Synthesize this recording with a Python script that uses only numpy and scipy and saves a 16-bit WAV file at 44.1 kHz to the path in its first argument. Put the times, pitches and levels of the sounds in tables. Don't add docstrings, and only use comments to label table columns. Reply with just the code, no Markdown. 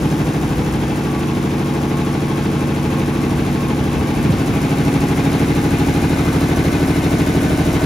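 import sys
import numpy as np
from scipy import signal
from scipy.fft import rfft, irfft, next_fast_len
from scipy.io import wavfile

SR = 44100
rng = np.random.default_rng(int(sys.argv[2]) if len(sys.argv) > 2 else 0)


def wav_out(sig):
    wavfile.write(sys.argv[1], SR, np.round(np.clip(np.atleast_2d(sig).T, -1, 1) * 32767).astype(np.int16))


N = 346185
RUN_IN = 12000
TIME = np.arange(-RUN_IN, N) / SR
CRANK_HZ = 12.85
SPEED_OF_SOUND = 343


def from_db(db):
    return 10 ** (np.asarray(db) / 20)


def rms_one(x):
    return x / np.sqrt(np.mean(x ** 2) + 1e-20)


def at_hz(points, hz):
    points = np.array([p for p in points if p[0] > 0])
    return np.interp(np.log(hz + 1), np.log(points[:, 0]), points[:, 1])


def drift(rate):
    knots = np.arange(TIME[0], TIME[-1] + 1, .5 / rate)
    return np.interp(TIME, knots, rng.standard_normal(len(knots)))


# time_s, path_m (extra sound path from the pump),
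# bearing_deg (round the machine from its front)
WALK_ROUND = [(0, -0.17, -4), (1.201, 0.53, 10.5), (2.8, 0.67, 25.5), (3.9, 0.615, 28), (4.799, 0.17, 40),
              (6, 0.37, 68), (7.85, 0.39, 82.5)]


def walk():
    time_s, path_m, bearing_deg = np.transpose(WALK_ROUND)
    return np.interp(TIME, time_s, path_m), np.interp(TIME, time_s, bearing_deg)


def crank():
    path_m, _ = walk()
    return CRANK_HZ * (TIME - path_m / SPEED_OF_SOUND)


def heard(front_db, db_per_m, db_per_deg):
    path_m, bearing_deg = walk()
    return from_db(front_db + db_per_m * path_m + db_per_deg * bearing_deg)


def ring(clicks, hz, t60_s):
    radius = from_db(-60 / (t60_s * SR))
    angle = 2 * np.pi * hz / SR
    poles = [1, -2 * radius * np.cos(angle), radius * radius]
    return signal.lfilter([0, np.sin(angle)], poles, clicks + 1e-18)


# turn (crank angle 0-1), ring_hz, t60_s,
# push (+1) or pull (-1), level_db, db_per_m (change with distance), aim_deg (loudest bearing),
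# width_deg (6 dB weaker this far aside)
AIR_PULSES = [(0.095, 140, 0.024, -1, 1, -18.5, 76, 30.5), (0.124, 250.4, 0.59, -1, -22, 10, 3, 48),
              (0.3, 354.5, 0.11, 1, -9.5, -22, 32.5, 26.5), (0.329, 395, 0.97, -1, -28, -5.5, 97, 145),
              (0.363, 338, 0.34, -1, -21, 11, -18, 53), (0.406, 313, 0.049, -1, -1, -14, 73.5, 35.5),
              (0.413, 273, 0.15, -1, -9.5, -10, 50.5, 35), (0.421, 173.5, 0.99, -1, -9, -9, 21, 39.5),
              (0.459, 121.6, 0.27, 1, -28, 14, 11, 49), (0.462, 84.8, 0.15, 1, -15, 10, 72, 28),
              (0.553, 452.5, 0.11, -1, -26.5, 9.5, -5, 132.0), (0.552, 651, 0.11, -1, -25, -3.5, 37, 30),
              (0.559, 269.7, 0.18, 1, -8.5, -21, 46, 38.5), (0.571, 297.6, 0.087, 1, -10.5, 8, 109, 66),
              (0.603, 64.5, 0.17, -1, -15.5, -3.5, 34, 76.0), (0.61, 716, 0.0089, -1, -16, -10.5, -3, 11),
              (0.628, 185.5, 0.069, 1, -5, -6.5, 63, 78), (0.695, 149, 0.25, -1, -17.5, 14.5, 17, 27),
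              (0.703, 450, 0.066, -1, -16.5, 1, 95, 79), (0.738, 324, 0.082, 1, -18.5, -17, 0.0, 150.0),
              (0.757, 173, 0.067, -1, 0.5, -7.5, 45, 72), (0.857, 338, 0.15, -1, -12, -12, 102, 48),
              (0.916, 350, 0.062, -1, -18, 7, 1.5, 22), (0.939, 252.8, 0.084, 1, -15.5, 9, 54, 38),
              (0.941, 309.3, 0.39, 1, -17.5, -7.5, 13, 22), (0.21, 530, 0.27, 1, -32.5, -2.5, 19.5, 18),
              (0.481, 505.4, 0.078, 1, -29, 9.5, 48, 82), (0.832, 580, 0.13, -1, -33, -9, 86, 59),
              (0.36, 630, 0.29, 1, -22.5, 2, 100, 22), (0.05, 414.5, 0.068, 1, -19.5, -3.5, 49, 68),
              (0.599, 380, 0.12, -1, -24.5, -9, 64, 38), (0.5, 38.6, 0.41, 1, -23, 2, 78, 32)]


def pump(turns, scatter_db=.4):
    path_m, bearing_deg = walk()
    pulses = 0
    for turn, ring_hz, t60_s, push, level_db, db_per_m, aim_deg, width_deg in AIR_PULSES:
        due = np.diff(np.floor(turns - turn), prepend=np.floor(turns[0] - turn)) > 0
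        chance = rng.standard_normal(due.sum())
        aside_db = 6 * ((bearing_deg[due] - aim_deg) / width_deg) ** 2
        strength_db = level_db + db_per_m * path_m[due] - aside_db + scatter_db * chance
        clicks = np.zeros(len(TIME))
        clicks[due] = from_db(strength_db)
        pulses = pulses + ring(np.sign(push) * clicks, ring_hz, t60_s)
    for order, band_hz in [(2, [30, 1100]), (4, [50, 2500])]:
        pulses = signal.sosfilt(signal.butter(order, band_hz, "band", fs=SR, output="sos"), pulses)
    side = from_db(-17.0) * np.gradient(pulses) * SR / (2 * np.pi * 300)
    return np.array([pulses + side, pulses - side])


# hz, likeness (0-1)
PORT_LIKENESS = [(100, 0.88), (350, 0.91), (800, 0.54), (1800, 0.42), (4000, 0.68), (6000, 0.66), (8200, 1),
                 (11000, 0.47), (14600, 0.91)]
# hz, left_minus_right_db
PORT_BALANCE = [(60, 0), (290, -0.5), (640, 3.5), (1410, 1.5), (3100, 2.0), (6820, 0.5), (15000, -0.5)]
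# hz, left_lead_rad
PORT_LEAD = [(0, 0), (900, .6), (2000, 0), (2700, .5), (5300, .5), (6800, -1.1), (8200, -3.14),
             (10500, -5.9), (12300, -6.5), (14600, -9.4), (16000, -9.6)]


def to_ports(shared, own, spectrum):
    size = next_fast_len(len(TIME))
    hz = np.arange(size // 2 + 1) * SR / size
    alike = np.clip(at_hz(PORT_LIKENESS, hz), 0, 1)
    side = np.array([[.5], [-.5]])
    balance = from_db(side * at_hz(PORT_BALANCE, hz))
    lead = np.exp(1j * side * np.interp(hz, *np.transpose(PORT_LEAD)))
    mix = np.sqrt(alike) * rfft(shared, size) + np.sqrt(1 - alike) * rfft(own, size)
    coloured = mix * balance * lead * from_db(at_hz(spectrum, hz))
    return irfft(coloured, size)[:, :len(TIME)]


def noise(gate, spectrum, looped=0):
    white = (rng.standard_normal((3, len(TIME))) + looped) * gate
    return rms_one(to_ports(white[0], white[1:], spectrum))


# turn (crank angle 0-1), fade_turns, lift_db (before the hiss is levelled)
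VALVE_PUFFS = [(.12, 0.07, 4), (.28, 0.1, 9.5), (.44, 0.12, 6), (.68, 0.26, -1.5)]


def valves(turns, scatter_db, shut_db):
    gate = from_db(shut_db)
    for turn, fade_turns, lift_db in VALVE_PUFFS:
        since = (turns - turn) % 1
        opening = np.minimum(since / .04, 1)
        lift = from_db(lift_db + scatter_db * drift(12))
        gate = gate + lift * opening * np.exp(-since / fade_turns)
    return gate


# hz, level_db (relative density)
HISS_COLOUR = [(3500, -26), (5000, -4.5), (6500, -3.5), (8000, -1.5), (9000, -2.5), (10000, -4),
               (10700, -5.5), (12200, -9), (14000, -8), (15500, -3.5), (17000, -3.5)]


def valve_hiss(turns):
    puffing = noise(valves(turns, scatter_db=1.5, shut_db=2.5), HISS_COLOUR)
    return heard(front_db=-36.5, db_per_m=-4, db_per_deg=0.065) * puffing


# ring_hz, width_hz, lift_db (relative),
# aim_deg (loudest bearing), turn (crank angle 0-1 of the knock), knock_db, fade_turns
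FRAME_PARTS = [(722, 59, -5, 87, 0.2, 10, .1), (1100, 90, -5, 22, 0.3, 8, 0.13),
               (1507, 35, -1.5, 103, .42, 4, .12), (1530, 45, -4, 82, .86, 7, .12),
               (1612, 28, -4, 20, .69, 4, 0.072), (1748, 24, -0.5, 92, .6, 2, .1),
               (2117, 113, 0, 75, .88, 4, .2), (2286, 88, -1, 48, 0.7, 2, .2),
               (2464, 67, 0, 62, .62, 3, .15), (2643, 61, 0.5, 33, .54, 5.5, 0.14),
               (2910, 63, -5.5, 81, .56, 5, .2), (3267, 120, -5.5, 17, .55, 8, 0.07),
               (3690, 117, -1.5, 60, .43, 5, 0.35), (4067, 140, -2, 73, .44, 6, .3),
               (4420, 35, -5, 35, .5, 1, .2)]
# hz, level_db (relative density)
RATTLE_COLOUR = [(350, -56), (520, -4), (650, -7), (800, -3), (1000, -7.5), (1300, -9.5), (2000, -13),
                 (2700, -16.5), (3000, -17), (4200, -22.5), (5500, -24.5), (7200, -28.5), (10000, -95)]
SHAKE_SWELL_DB, SHAKE_PEAK_TURN = 1.3, .68
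FRAME_BEAM_DEG = 47.5


def frame_rattle(turns, repeat_db=-10, flicker_db=2.5, grain_db=1.3):
    steps = round(SR / CRANK_HZ)
    contacts = rng.standard_normal((3, steps))
    looped = from_db(repeat_db) * contacts[:, (turns % 1 * steps).astype(int)]
    swell_db = SHAKE_SWELL_DB * np.cos(2 * np.pi * (turns - SHAKE_PEAK_TURN))
    gate = from_db(grain_db * drift(400) + swell_db)
    shake = noise(gate, [(100, 0), (10000, 0)], looped)
    rung = shake.copy()
    _, bearing_deg = walk()
    for ring_hz, width_hz, lift_db, aim_deg, turn, knock_db, fade_turns in FRAME_PARTS:
        knocked_db = knock_db * np.exp(-((turns - turn) % 1) / fade_turns)
        aside_db = 6 * ((bearing_deg - aim_deg) / FRAME_BEAM_DEG) ** 2
        bursts = shake * from_db(lift_db + knocked_db - aside_db + flicker_db * drift(25))
        radius = np.exp(-np.pi * width_hz / SR)
        poles = [1, -2 * radius * np.cos(2 * np.pi * ring_hz / SR), radius * radius]
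        zeros = [(1 - radius * radius) / 2, 0, (radius * radius - 1) / 2]
        rung += signal.lfilter(zeros, poles, bursts)
    size = next_fast_len(len(TIME))
    colour = from_db(at_hz(RATTLE_COLOUR, np.arange(size // 2 + 1) * SR / size))
    return rms_one(irfft(rfft(rung, size) * colour, size)[:, :len(TIME)])


# pitch_hz, start_s, end_s, level_db (before swell and port balance), swell_db (once a turn),
# turn (loudest crank angle 0-1), throb_db (depth of the slow throb)
WHINE_TONES = [(844, -1, 4.3, -42.5, 8, 0.85, -0.5), (829, 4.5, 6.3, -39.5, 8.5, 0.76, 0.5),
               (823.6, 6.1, 9, -48, 6, 0.7, -1), (1080, 1.1, 4.03, -46, 4, .4, 7),
               (1142, .95, 1.3, -38.5, 0, .38, -3), (1142, 1.7, 2.3, -45, 5, .38, 0),
               (1142, 3, 3.48, -38.5, 2.5, .38, 0.5), (1150, 3.7, 4.15, -43, 3, 0.3, -2),
               (1143, 6.1, 7.0, -43.5, 4, 0.3, 2), (738, 6.5, 9, -46.5, 4, 0.3, -1),
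               (1300, 6.1, 6.5, -42, 4, 0.61, 0), (491, -1, .9, -38, 3, .42, 0),
               (1505, 6.5, 9, -46, 3, .45, 0), (774, -1.5, 4.27, -48, 4, 0.3, -2),
               (953, 1, 4.6, -48, 3, 0.6, 0), (2132, 6.5, 9, -54, 3, 0.8, 0)]
WHINE_FADE_S = .15
THROB_HZ, THROB_PEAK_S = 3.05, 1.98
WAVER_SHARE, WHINE_FLICKER_DB = .0012, 2


def whines(turns):
    out = np.zeros(len(TIME))
    throb = np.cos(2 * np.pi * THROB_HZ * (TIME - THROB_PEAK_S))
    for pitch_hz, start_s, end_s, level_db, swell_db, turn, throb_db in WHINE_TONES:
        on = slice(*np.searchsorted(TIME, [start_s, end_s]))
        wavering_hz = pitch_hz * (1 + WAVER_SHARE * drift(20)[on])
        tone = np.sqrt(2) * np.sin(2 * np.pi * np.cumsum(wavering_hz) / SR)
        fade = np.clip(np.minimum(TIME[on] - start_s, end_s - TIME[on]) / WHINE_FADE_S, 0, 1)
        stroke_db = swell_db * np.cos(2 * np.pi * (turns[on] - turn)) + throb_db * throb[on]
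        flicker_db = WHINE_FLICKER_DB * drift(4)[on]
        out[on] += from_db(level_db + stroke_db + flicker_db) * fade * tone
    return out * from_db([[1.5], [-1.5]])


# hz, level_db (relative density)
RUMBLE_COLOUR = [(80, -38), (150, -8), (250, -1), (330, -5), (400, -8), (480, -12), (620, -27), (900, -38),
                 (2000, -90)]


def machine_rumble():
    running = noise(from_db(1.9 * drift(13)), RUMBLE_COLOUR)
    return heard(front_db=-29, db_per_m=1, db_per_deg=0.052) * running


# time_s, level_db
AIR_LEVEL = [(0, -27), (.6, -28.5), (2.2, -35), (3.4, -31.5), (4.3, -24.5), (4.7, -29), (5.8, -33),
             (6.4, -39), (7.85, -30)]
# hz, level_db (relative density)
WIND_COLOUR = [(20, -14), (38, -9), (60, 5), (100, 3), (160, -6.5), (250, -7), (400, -45), (800, -90)]


def moving_air():
    unsteady = from_db(2.5 * drift(10) + 1.9 * drift(3))
    level_db = np.interp(TIME, *np.transpose(AIR_LEVEL))
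    return from_db(level_db) * noise(unsteady, WIND_COLOUR)


# start_s, fade_s (time scale), level_db (gate, nominal)
AIR_GUSTS = [(3.8, 0.023, -23), (3.95, 0.032, -21), (4.11, 0.024, -28), (4.24, 0.043, -22),
             (4.62, 0.024, -35)]
# hz, level_db (relative density)
BURST_COLOUR = [(25, -25), (45, -7), (80, 2), (130, 0), (220, -7), (700, -14), (1200, -52)]


def gust():
    gate = 0
    for start_s, fade_s, level_db in AIR_GUSTS:
        since = np.maximum(TIME - start_s, 0) / fade_s
        gate = gate + from_db(level_db) * 3 * since * np.exp(1 - 3 * since) ** .5
    return gate * noise(1, BURST_COLOUR)


# start_s, level_db, from_hz, to_hz
AIR_THUDS = [(4.292, -7, 260, 60), (4.402, -19, 140, 70)]
THUD_SWELL_S, THUD_SINK_S = .012, .015


def thud():
    out = 0
    for start_s, level_db, from_hz, to_hz in AIR_THUDS:
        since = np.clip(TIME - start_s, 0, 1)
        hz = to_hz + (from_hz - to_hz) * np.exp(-since / THUD_SINK_S)
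        swell = since / THUD_SWELL_S * np.exp(1 - since / THUD_SWELL_S)
        phase = 2 * np.pi * np.cumsum(hz * (since > 0)) / SR
        out = out + from_db(level_db) * swell * np.sin(phase)
    return out


def scene():
    turns = crank()
    rattle = heard(front_db=-27.5, db_per_m=-2.34, db_per_deg=0.035) * frame_rattle(turns)
    machine = pump(turns) + valve_hiss(turns) + rattle + whines(turns) + machine_rumble()
    air = moving_air() + gust() + thud()
    return (machine + air)[:, RUN_IN:]


def record(dry):
    dry = signal.sosfilt(signal.butter(3, 30, "high", fs=SR, output="sos"), dry)
    return signal.sosfilt(signal.ellip(12, .5, 75, 15720, fs=SR, output="sos"), dry)


dry = scene()
out = record(dry)
wav_out(out)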